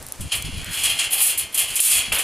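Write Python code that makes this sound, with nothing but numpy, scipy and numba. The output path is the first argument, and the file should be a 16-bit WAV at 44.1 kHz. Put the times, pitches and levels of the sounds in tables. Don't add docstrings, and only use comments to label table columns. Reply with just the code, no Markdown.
import sys
import numpy as np
from scipy import signal
from scipy.fft import rfft, irfft, next_fast_len
from scipy.io import wavfile
from numba import njit

SR = 44100
rng = np.random.default_rng(int(sys.argv[2]) if len(sys.argv) > 2 else 0)


def dump_mix(stems):
    frames = np.atleast_2d(stems).T
    limited = np.clip(frames, -1, 1)
    pcm = np.round(limited * 32767).astype(np.int16)
    wavfile.write(sys.argv[1], SR, pcm)


N = 98519

# start_s, links_db, tube_db, link_brightness_db
KNOCK_TABLE = [(.206, -28, -39, -6.5), (.311, -55, -36, 0), (.3180, -26, -19, -4), (.326, -29, -26, -2),
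               (.351, -23.5, -33, -1.5), (0.448, -45, -32.5, 4), (.459, -55, -34.5, 5),
               (.835, -14.5, -21, -7), (.853, -21, -20, -11), (.989, -18, -23, -23), (1.119, -34, -46, 13),
               (1.130, -23.5, -24.5, 8.5), (1.203, -19.5, -24, 2), (1.375, -24, -34, 4),
               (1.381, -22.5, -47, 6), (1.544, -18.5, -29.5, -1), (1.755, -18.5, -33, 0.5),
               (1.761, -17, -26.5, -9), (1.79, -36, -21.5, 0), (1.802, -4.5, -36, -1), (1.851, -12, -22, 3),
               (2.122, -19.5, -22.5, -1), (2.146, -31.5, -23, 11), (2.185, -16.5, -25.5, -5.5)]
BOUNCE_S, BOUNCE_DB = .007, -12
# start_s, length_s, links_db, tube_db, link_brightness_db, swell_db (start to end)
RUN_TABLE = [(0.221, .42, -64, -35.5, -7, 0.5), (0.555, 0.1, -50, -37, 4, -10),
             (0.648, .06, -43, -27, 6, 3), (0.704, 0.14, -23, -22.5, -2, 5.5),
             (0.845, 0.031, -10.5, -20, -4.5, 10), (0.886, 0.083, -26.5, -22.5, -1, -5.5),
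             (.965, 0.1, -24.5, -22, -6, -5), (1.098, 0.11, -20, -22.5, 2, -0.5),
             (1.212, 0.069, -4.5, -14.5, 3.5, 1), (1.27, 0.052, -15, -20.5, -4, -3),
             (1.33, 0.098, -28.5, -30, -7, 12), (1.519, 0.08, -35, -29, 9, 4),
             (1.572, 0.05, -14, -20, 0.5, 4), (1.621, 0.25, -28.5, -28.5, -2, -4.5),
             (1.812, 0.11, -5.5, -20, -3.5, 0), (1.909, 0.088, -9, -16.5, -4, -4),
             (2.0, 0.11, -35.5, -25.5, -2, -7.5), (2.128, 0.093, -32.5, -35, 6.5, 12)]
TOUCHES_PER_S, TOUCH_DB, TOUCH_SCATTER_DB, RUN_EDGE_S = 190, -12, 5.5, 0.02
SPOT_S = .09
BRIGHT_HZ = 10770

# pitch_hz, level_db, t60_s
LINK_MODE_TABLE = [(7733, -5, .2), (8917, -4, .2), (9103, -1, .22), (9319, -3, .2), (9568, -5, .2),
                   (9899, -2, .2), (10005, -2, .18), (10234, -1, .2), (10397, 0, .2), (10610, -1, .18),
                   (10949, -2, .2), (11342, -5, .18), (13146, -8, .16)]
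# pitch_hz, level_db
LINK_OUTLINE = [(1500, -35), (3500, -17), (5900, -16.5), (6800, -8.5), (7400, -8), (8800, -1.5),
                (10400, -0.5), (11800, -4.5), (14000, -7), (15500, -18.5)]
LINK_SIZE_SPREAD = .004
LINK_T60_S, LINK_T60_HZ, LINK_DAMPING = .17, 10000, 0.32
LINK_STRONG_DB, LINK_CLINK_DB = -6.5, 5

# pitch_hz, level_db, t60_s
TUBE_MODE_TABLE = [(1165, -16, .6), (2122, -9, .9), (2336, -8, .6), (2512, -2, .6), (2606, -6, .45),
                   (2760, -1, .5), (2853, -4, .45), (3004, -3, .45), (3120, 0, .5), (3296, -4, .5),
                   (3331, -4, .5), (4240, -7, .35), (4361, -7, .35), (4990, -8, .25), (6750, -3, .22),
                   (7110, -7, .2), (8130, -7, .2), (8600, -6, .2), (10480, -2, .2)]
# pitch_hz, level_db
TUBE_OUTLINE = [(200, -26), (420, -23.5), (700, -15.5), (1450, -12), (2100, -5.5), (2450, 1.5), (3300, 5.5),
                (3650, -8), (4300, -0.5), (4700, -8.5), (5000, -4), (5500, -11.5), (6350, -11), (6750, -1),
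                (7500, -14), (8800, -5.5), (9600, -15.5), (10400, 2), (12000, -28), (15000, -30)]
TUBE_T60_S, TUBE_T60_HZ, TUBE_DAMPING = 0.29, 2630, 0.43
TUBE_STRONG_DB, TUBE_CLINK_DB = -9.5, 0

BUILD_S = 0.0017
CLINK_T60_S = 0.024
CLINK_LOW_HZ, CLINK_LOW_DB = 1950, -12

# start_s, length_s, resonance_hz, level_db
SCRAPE_TABLE = [(0.617, .18, 1850, -35.5), (1.093, 0.2, 737, -38), (1.558, 0.095, 655, -42.5)]
SCRAPE_GRAINS_PER_S, SCRAPE_T60_S = 320, 0.077
SCRAPE_SKIRT_DB = -24

# start_s, level_db
TICK_TABLE = [(.0265, -25), (.031, -36), (.066, -26), (.0755, -33), (.086, -26.5), (.1222, -18),
              (.160, -32.5), (.2795, -35), (.4240, -19.5), (.6445, -19.5)]
# pitch_hz, level_db
TICK_OUTLINE = [(1500, -24), (4000, -11.5), (7000, -3.5), (10000, 5.5), (12500, -3), (16000, -8)]
TICK_T60_S = 0.0095

# start_s, level_db
CLUNK_TABLE = [(2.119, -22), (2.165, -24.5)]
# pitch_hz, level_db
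CLUNK_OUTLINE = [(100, -10), (300, -8.5), (600, 2.5), (1200, 0), (1900, 4.5), (3000, 11.5), (8000, -49)]
CLUNK_T60_S = 0.42

# start_s, length_s, level_db
BUFFET_TABLE = [(-0.01, 0.11, -48), (0.193, 0.09, -33), (0.334, 0.089, -38.5), (0.443, 0.064, -31),
                (0.526, 0.08, -32.5), (0.604, 0.033, -39.5), (0.666, .06, -37), (0.764, 0.21, -48),
                (1.062, 0.032, -48), (1.398, 0.076, -50.5), (1.583, 0.066, -58), (1.7, 0.041, -45.5),
                (1.92, 0.085, -43.5), (2.079, 0.072, -40)]
# pitch_hz, level_db
WIND_OUTLINE = [(15, -1), (40, -3.5), (75, 3.5), (130, -2), (200, -8.5), (350, -19), (900, -54)]
BREEZE_DB, BUFFET_EDGE_S = -54, 0.007
# pitch_hz, level_db
YARD_OUTLINE = [(30, -29), (250, -3), (500, -1), (1200, -4), (3000, -8), (6000, -9.5), (10000, -6.5),
                (15000, -24)]
YARD_DB = -43.5

# pitch_hz, side_minus_mid_db
WIDTH_OUTLINE = [(30, -12.5), (130, -5), (280, -5.5), (550, -11), (1200, -10), (2800, -38.5), (4200, -29),
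                 (5600, -11), (7000, -11.5), (9500, -21), (13000, -85)]
SCATTER_T60_S = 0.18
LIMIT_DB, LIMIT_ATTACK_S, LIMIT_RELEASE_S = -7.5, 0.000067, 0.042
TOP_HZ = 15450


def chain_and_gate(count=8):
    times, links, tube, bright, turn = contacts()
    plain_links = bright_links = bars = 0
    for k in range(count):
        own = turn % count == k
        link, bar = link_answer(), tube_answer()
        plain_links = plain_links + strike(times[own], links[own], link)
        bright_links = bright_links + strike(times[own], (links * bright)[own], link)
        bars = bars + strike(times[own], tube[own], bar)
    treble_change = colour(bright_links - plain_links, [(0.53 * BRIGHT_HZ, -30), (BRIGHT_HZ, 0)])
    return bars + plain_links + treble_change


def contacts():
    return np.vstack(knock_contacts() + run_contacts()).T


def knock_contacts():
    rows = []
    lateness = rng.random(len(KNOCK_TABLE))
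    for k, (start, links_db, tube_db, bright_db) in enumerate(KNOCK_TABLE):
        blow = (start, undb(links_db), undb(tube_db), undb(bright_db), k)
        bounce_start = start + BOUNCE_S * (.5 + lateness[k])
        bounce = (bounce_start, undb(links_db + BOUNCE_DB), undb(tube_db + BOUNCE_DB), undb(bright_db), k + 1)
        rows.append([blow, bounce])
    return rows


def run_contacts(count=130):
    rows = []
    for start, length, links_db, tube_db, bright_db, swell_db in RUN_TABLE:
        age = (np.arange(count) + rng.random(count)) / TOUCHES_PER_S
        scatter_db = TOUCH_SCATTER_DB * np.minimum(rng.standard_normal(count), 2)
        slope_db = swell_db * (np.minimum(age / length, 1) - .5)
        fade_out = np.clip((length - age) / RUN_EDGE_S, 0, 1)
        size = undb(TOUCH_DB + scatter_db + slope_db) * fade_out
        bright = np.full(count, undb(bright_db))
        turn = (start + age) // SPOT_S + rng.integers(0, 2, count)
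        rows.append(np.c_[start + age, size * undb(links_db), size * undb(tube_db), bright, turn])
    return rows


def link_answer():
    detune = 1 + LINK_SIZE_SPREAD * rng.standard_normal()
    modes = [(hz * detune, db, t60) for hz, db, t60 in LINK_MODE_TABLE]
    return steel(modes, LINK_OUTLINE, LINK_T60_HZ, LINK_T60_S, LINK_DAMPING,
                 LINK_STRONG_DB, LINK_CLINK_DB, count=110)


def tube_answer():
    return steel(TUBE_MODE_TABLE, TUBE_OUTLINE, TUBE_T60_HZ, TUBE_T60_S, TUBE_DAMPING,
                 TUBE_STRONG_DB, TUBE_CLINK_DB, count=190)


def steel(modes, outline, centre_hz, t60, damping, strong_db, clink_db, count):
    weak = crowd(outline, lambda hz: t60 * (centre_hz / hz) ** damping, count)
    clink = crowd(outline, lambda hz: np.full(len(hz), CLINK_T60_S), count // 2, low_db=CLINK_LOW_DB)
    strong = ring([(hz, undb(db + rng.uniform(-2.82, 3)), mode_t60) for hz, db, mode_t60 in modes])
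    build = 1 - np.exp(-np.arange(len(weak)) / SR / BUILD_S)
    return build * (weak + undb(strong_db) * strong + undb(clink_db) * clink)


def crowd(outline, t60_at, count, low_db=0):
    low_hz, high_hz = outline[0][0], outline[-1][0]
    hz = low_hz + (high_hz - low_hz) * (np.arange(count) + rng.random(count)) / count
    low_cut = np.where(hz < CLINK_LOW_HZ, undb(low_db), 1)
    gain = gain_at(hz, outline) * rng.uniform(0.73, 1, count) * low_cut
    return ring(list(zip(hz, gain, t60_at(hz))))


def ring(modes, count=22000):
    hz, gain, t60 = np.array(modes, np.float32).T[:, :, None]
    t = np.arange(count, dtype=np.float32) / SR
    phase = rng.uniform(0, 2 * np.pi, hz.shape).astype(np.float32)
    decay = np.exp(-float(np.log(1000)) / t60 * t)
    partials = gain * np.sin(2 * np.pi * hz * t + phase) * decay
    return partials.sum(axis=0) / np.sqrt(np.sum(gain ** 2) / 2)


def scrapes(count=90):
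    out = 0
    for start, length, hz, db in SCRAPE_TABLE:
        age = (np.arange(count) + rng.random(count)) / SCRAPE_GRAINS_PER_S
        swell = np.sqrt(np.abs(np.sin(np.pi * np.minimum(age / length, 1))))
        size = undb(db) * rng.random(count) * swell
        resonance = [(hz / 2, SCRAPE_SKIRT_DB), (hz / 1.23, 0), (hz * 1.06, 0), (hz * 2, SCRAPE_SKIRT_DB)]
        grain = noise(resonance) * fade(SCRAPE_T60_S)
        out = out + strike(start + age, size, grain)
    return out


def hand_ticks():
    return blows(TICK_TABLE, TICK_OUTLINE, TICK_T60_S)


def gate_clunks():
    return blows(CLUNK_TABLE, CLUNK_OUTLINE, CLUNK_T60_S)


def blows(table, outline, t60):
    return sum(strike(np.array([start]), undb(db), noise(outline) * fade(t60)) for start, db in table)


def air():
    return wind() + yard()


def wind():
    t = np.arange(N) / SR
    level = undb(BREEZE_DB)
    for start, length, db in BUFFET_TABLE:
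        edge_distance = np.minimum(t - start, start + length - t)
        level = level + undb(db) * np.clip(edge_distance / BUFFET_EDGE_S + .5, 0, 1)
    return noise(WIND_OUTLINE) * level * flutter(46.72, depth_db=1.5)


def yard():
    return noise(YARD_OUTLINE) * undb(YARD_DB) * flutter(60, depth_db=1.3)


def flutter(rate, depth_db):
    t = np.arange(N) / SR
    return undb(depth_db * np.interp(t * rate, np.arange(N), rng.standard_normal(N)))


def strike(times, sizes, answer):
    push = np.zeros(N)
    np.add.at(push, np.clip((times * SR).astype(int), 0, N - 1), sizes)
    return signal.fftconvolve(push, answer)[:N]


def noise(outline):
    return unit(colour(rng.standard_normal(N), outline))


def colour(x, outline):
    size = next_fast_len(N, real=True)
    hz = np.arange(size // 2 + 1) * SR / size
    return irfft(rfft(x, size) * gain_at(hz, outline), size)[:N]


def gain_at(hz, outline):
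    points_hz, points_db = np.array(outline).T
    return undb(np.interp(np.log(hz + 1e-3), np.log(points_hz), points_db))


def fade(t60, count=N):
    return np.exp(-np.log(1000) * np.arange(count) / SR / t60)


def unit(x):
    return x / np.sqrt(np.mean(x ** 2) + 1e-20)


def undb(db):
    return 10 ** (np.asarray(db) / 20)


def scene():
    metal = chain_and_gate() + scrapes() + hand_ticks() + gate_clunks()
    scatter = rng.standard_normal(N) * fade(SCATTER_T60_S)
    reflections = signal.fftconvolve(metal, scatter / np.linalg.norm(scatter))[:N]
    mid = metal + air()
    side = colour(reflections + air(), WIDTH_OUTLINE)
    return np.array([mid + side, mid - side])


@njit
def follow(x, attack, release):
    out, level = np.empty(len(x)), 0.
    for i in range(len(x)):
        level += (x[i] - level) * (attack if x[i] > level else release)
        out[i] = level
    return out


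def record(dry):
    loudest = np.abs(dry).max(axis=0)
    peak = follow(loudest, 1 / (LIMIT_ATTACK_S * SR), 1 / (LIMIT_RELEASE_S * SR))
    held = dry / np.maximum(1, peak / undb(LIMIT_DB))
    top_cut = signal.ellip(10, .2, 80, TOP_HZ, fs=SR, output="sos")
    return signal.sosfilt(top_cut, held)


dry = scene()
out = record(dry)
dump_mix(out)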